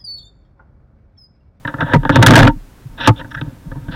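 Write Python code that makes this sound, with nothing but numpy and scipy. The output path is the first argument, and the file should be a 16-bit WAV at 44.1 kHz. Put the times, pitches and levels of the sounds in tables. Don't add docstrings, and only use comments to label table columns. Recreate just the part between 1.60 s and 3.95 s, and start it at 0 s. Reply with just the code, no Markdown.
import sys
import numpy as np
from scipy import signal
from scipy.fft import rfft, irfft, next_fast_len
from scipy.io import wavfile
from scipy.ndimage import uniform_filter1d, map_coordinates

SR = 44100
rng = np.random.default_rng(int(sys.argv[2]) if len(sys.argv) > 2 else 0)


def dump_mix(stems):
    frames = np.atleast_2d(stems).T
    limited = np.clip(frames, -1, 1)
    pcm = np.round(limited * 32767).astype(np.int16)
    wavfile.write(sys.argv[1], SR, pcm)


N = 103635


def amp(db):
    return 10 ** (np.asarray(db) / 20)


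def unit(x):
    return x / np.sqrt(np.mean(x ** 2) + 1e-20)


def levelled(x):
    return x / np.sqrt(uniform_filter1d(x ** 2, size=400).max())


def gain_at(spectrum, hz):
    freq_hz, level_db = np.transpose(spectrum)
    return amp(np.interp(np.log(hz + 1), np.log(freq_hz + 1), level_db))


def filtered(x, response):
    size = next_fast_len(len(x) + SR // 2)
    return irfft(rfft(x, size) * response(np.fft.rfftfreq(size, 1 / SR)), size)[:len(x)]


def noise(spectrum, size=N):
    return filtered(rng.standard_normal(size), lambda hz: gain_at(spectrum, hz))


def wobble(rate_hz, size):
    return map_coordinates(rng.standard_normal(size // 8), [np.arange(size) * rate_hz / SR], order=1)


def add(track, start_s, sound):
    part = track[round(start_s * SR):][:len(sound)]
    part += sound[:len(part)]


# freq_hz, level_db
AIR_SPECTRUM = [(20, 6.5), (120, 4.5), (300, -5.5), (700, -12), (1500, -15.5), (4000, -24), (9000, -27),
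                (16000, -28.5)]

def outdoor_floor(level_db=-44.5):
    return amp(level_db) * unit(noise(AIR_SPECTRUM))


# centre_hz, width_hz, level_db
GUN_MODES = [(32.35, 5.2, -8.5), (107.9, 27, 5), (148.9, 34.4, 6.5), (190.6, 36, -0.5), (242.1, 27.7, 5),
             (293.45, 23.8, 8), (531, 45, 1.5), (698, 99, -6.5), (792, 52, -8), (917.3, 30, 6.5),
             (1268, 70, -4.5), (1363.5, 49, -3), (1548, 83, -0.5), (1728.5, 65.7, -1), (1943, 87.4, -11.5),
             (2640, 360, -22), (2900, 170, -18.5), (3515, 410, -19), (5600, 340, -22.5)]
# freq_hz, gain_db
MOUNT_RESPONSE = [(20, 2), (3800, -6), (4400, -23), (6000, -27), (9000, -26.5), (16000, -23.5)]

def gun(force, detune=0):
    def response(hz):
        f = hz * (1 + detune * (hz > 400))
        modes = sum((-1) ** k * amp(db) * 1j * f * width / (centre ** 2 - f ** 2 + 1j * f * width)
                    for k, (centre, width, db) in enumerate(GUN_MODES))
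        at_mic = modes * gain_at(MOUNT_RESPONSE, hz)
        return at_mic / np.sqrt(np.mean(abs(at_mic) ** 2))
    return filtered(force, response)


# time_s, level_db
RUB_LEVELS = [(0, -51), (.3, -30), (0.878, -22.5), (0.959, -52), (1.081, -50), (1.22, -51), (1.34, -43),
              (1.6, -31.5), (1.702, -37), (1.862, -28.5), (1.98, -42), (2.2, -35.5), (2.35, -32)]
# freq_hz, level_db
RUB_SPECTRUM = [(20, 10), (45, 24.5), (100, 1.5), (300, -4), (550, -8.5), (1000, -12), (2000, -14),
                (5000, -4)]

def hand_rub():
    level_db = np.interp(np.arange(N) / SR, *np.transpose(RUB_LEVELS))
    return amp(level_db) * unit(gun(noise(RUB_SPECTRUM)))


def push(width_s, pitch_hz=0, length_s=0.5):
    t = np.arange(int(length_s * SR)) / SR
    ring = gun(t ** 2 * np.exp(-t / width_s) * np.cos(2 * np.pi * pitch_hz * t))
    return ring / abs(ring).max()


def friction(bass_db, low_mid_db, treble_db, size=N, rough_db=1, catch_hz=301.3):
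    colour = [(300, bass_db), (500, low_mid_db), (950, low_mid_db),
              (1400, 0.013), (1900, 0.014), (2800, treble_db)]
    return noise(colour, size) * unit(amp(rough_db * wobble(catch_hz, size)))


def rod_ping(t, range_hz=(687.7, 2004.3), t60_s=0.063):
    pitch_hz = rng.uniform(*range_hz, (2, 1))
    return np.sin(2 * np.pi * pitch_hz * t).sum(0) * amp(-60 * t / t60_s)


# start_s, level_db, chatter_t60_s, low_mid_db, treble_db, thud_db
ROD_BLOWS = [(0.0493, -20, 0.043, -8, -5, -19), (0.075, -18.5, 0.069, -7.5, -0.5, -54),
             (0.14, -21, 0.021, -11, -3.5, -19), (.184, -22.5, 0.15, 3, -15, -19.5),
             (.206, -14, 0.097, -8.5, 0, -35), (0.217, -12.5, 0.063, 0.5, -21, -47),
             (0.3347, -5, 0.023, -1.5, -4, -4.5), (0.3429, -3.5, 0.043, 19, 3, -1),
             (0.432, -24.5, 0.024, 1.5, -2, -25), (0.451, -12.5, 0.024, 3, 1, -29),
             (.494, -2, 0.026, 3, -8, -19), (.502, -21, 0.12, -13.5, -11, -40),
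             (.558, -3, 0.029, 1, 10.5, -1.5), (0.6257, 2, 0.034, -4, 9.5, -14),
             (0.6632, 8.5, 0.038, -0.5, 13.5, 5.5), (0.681, 0.5, 0.018, 11, 1, 5.5),
             (.707, 4, 0.043, 1.5, 6, 9), (0.7363, 0, 0.012, 0, 6, 0), (0.7546, 6, 0.06, -3.5, -30, -7),
             (0.777, 3.5, 0.024, 8.5, 6, 5.5), (.787, 1.5, 0.079, -7.5, 12, -3.5),
             (.802, 4.5, 0.013, 9.5, -18, -4), (0.828, -6, 0.017, -12, -10, 1.5),
             (0.847, -8, 0.0295, 9, 8, -1), (0.8697, -10, 0.034, -23, 4, -2.5),
             (0.8752, -4.5, 0.022, 6.5, 0, -28), (1.4743, 8, 0.019, 0.5, 0.5, 2),
             (1.612, -27, 0.016, -17, -7, -52), (1.644, -31.5, 0.061, 0, -9, -42.5),
             (1.812, -22.5, 0.022, -2.5, 12.5, -24), (2.115, -27, 0.04, 3.5, -4, -27),
             (2.283, -33, 0.066, -3.5, -0.5, -16.5)]

def rod_blows(ping_db=-4.5, detune_spread=0.025):
    out = np.zeros(N)
    thud = push(width_s=0.0007)
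    t = np.arange(len(thud)) / SR
    for start_s, level_db, chatter_t60_s, low_mid_db, treble_db, thud_db in ROD_BLOWS:
        bass_db = low_mid_db - 2.5
        force = amp(-60 * t / chatter_t60_s) * friction(bass_db, low_mid_db, treble_db, len(t))
        detune = rng.normal(0, detune_spread)
        chatter = levelled(gun(force, detune))
        ping = amp(ping_db + min(level_db, 0) / 2) * rod_ping(t)
        add(out, start_s, amp(level_db) * levelled(chatter + ping) + amp(thud_db) * thud)
    return out


# start_s, end_s, first_db, last_db, bass_db, low_mid_db, treble_db, squeal_hz, squeal_db
ROD_SLIDES = [(0.07, 0.2, -41.5, -32, -4.5, 3, -2, 910, -31),
              (0.248, 0.329, -28.5, -14.5, -11.5, 2.5, 4.5, 1780, 1),
              (0.424, 0.478, -53, -26, -6.5, -23, 7, 1580, 11.5),
              (0.52, 0.577, -22, -19, 12, 2.5, 16, 950, -1), (0.557, .612, -18, -24, 9.5, 1, 8, 1000, 6.5),
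              (0.608, 0.663, -6, -11.5, 4, 2.5, 1.5, 1400, -11),
              (0.678, 0.771, -7.5, -7.5, 12, 4.5, 11.5, 1400, 7),
              (.775, 0.817, 1.5, -10, 8, -2, 1, 746, 21), (0.819, 0.869, -8.5, -13, 8.5, -3, 9.5, 900, 3),
              (0.884, 0.904, -21, -24.5, 10.5, 3, 4, 930, -10),
              (1.377, 1.417, -28, -16.5, -8, -3.5, 7.5, 3830, -3),
              (1.402, 1.469, -20, -12.5, -14, -9, 13.5, 5700, -2),
              (1.56, 1.588, -41, -40, -12, 3, 19, 3430, 2),
              (1.59, 1.612, -26, -31, -32, -1.5, 13, 3130, -5),
              (1.709, 1.723, -22, -26, -18, -19, 4, 5700, 15),
              (1.744, 1.757, -7, -18.5, -28, -16.5, -1, 5650, 14),
              (1.769, 1.797, -22.5, -28.5, -25, -15, -1, 1720, 7.5),
              (2.154, 2.183, -33, -54, 13, 3.5, -13, 1000, 3),
              (2.311, 2.36, -27.5, -21.5, -7, -8.5, 6.5, 4630, 13)]

def rod_slides(edge_s=0.011, squeal_octaves=0.16, judder_db=6.5, judder_hz=131, judder_onset_db=-26):
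    t, force = np.arange(N) / SR, np.zeros(N)
    for start_s, end_s, first_db, last_db, *colour_db, squeal_hz, squeal_db in ROD_SLIDES:
        def squeal(hz):
            octaves_off = np.log2((hz + 1) / squeal_hz)
            return 1 + amp(squeal_db) * np.exp(-(octaves_off / squeal_octaves) ** 2)
        gate = np.clip(np.minimum(t - start_s, end_s - t) / edge_s + 0.5, 0, 1)
        level_db = np.interp(t, [start_s, end_s], [first_db, last_db])
        pressure = np.clip(1 - level_db / judder_onset_db, 0, 1)
        stick_slip_db = judder_db * pressure * (wobble(judder_hz, N) - 0.5)
        scrape = filtered(friction(*colour_db), squeal)
        force += gate * amp(level_db + stick_slip_db) * scrape
    return gun(force)


# start_s, peak_db, pitch_hz
STOCK_THUMPS = [(0.23, -14.5, 140), (.343, 4, 160), (0.376, -13.5, 134), (.564, -2, 120), (0.581, 3.5, 116),
                (0.599, -5, 116), (.885, -26.5, 280), (0.921, -24.5, 272), (0.954, -30.5, 205),
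                (1.246, -23.5, 125), (1.483, 3, 112), (1.756, -23.5, 130), (1.809, -15, 143),
                (1.862, -22, 130), (1.914, -30, 220), (2.053, -21.5, 173), (2.163, -20.5, 150),
                (2.213, -26, 130), (2.277, -17, 175)]

def stock_thumps(width_s=0.0038):
    out = np.zeros(N)
    for start_s, peak_db, pitch_hz in STOCK_THUMPS:
        add(out, start_s, amp(peak_db) * push(width_s, pitch_hz))
    return out


# start_s, peak_db
GUN_SWAYS = [(0.347, -13.5), (0.788, -5.5), (0.953, -24.5), (1.29, -32), (1.485, -41), (2.076, -27)]

def gun_sways(width_s=0.011):
    out = np.zeros(N)
    for start_s, peak_db in GUN_SWAYS:
        add(out, start_s, amp(peak_db) * push(width_s))
    return out


def scene():
    rod = rod_blows() + rod_slides()
    stock = hand_rub() + stock_thumps() + gun_sways()
    return (rod + stock + outdoor_floor())[None]


def record(dry):
    ceiling, hardness = 0.7, 33
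    coupling_hz, top_hz = 10, 16000
    def response(hz):
        coupling = 1j * hz / (coupling_hz + 1j * hz)
        return coupling / np.sqrt(1 + (hz / top_hz) ** 120)
    oversampled = signal.resample_poly(dry[0], 2, 1)
    clipped = oversampled / (1 + abs(oversampled / ceiling) ** hardness) ** (1 / hardness)
    return filtered(signal.resample_poly(clipped, 1, 2), response)[None]


dry = scene()
out = record(dry)
dump_mix(out)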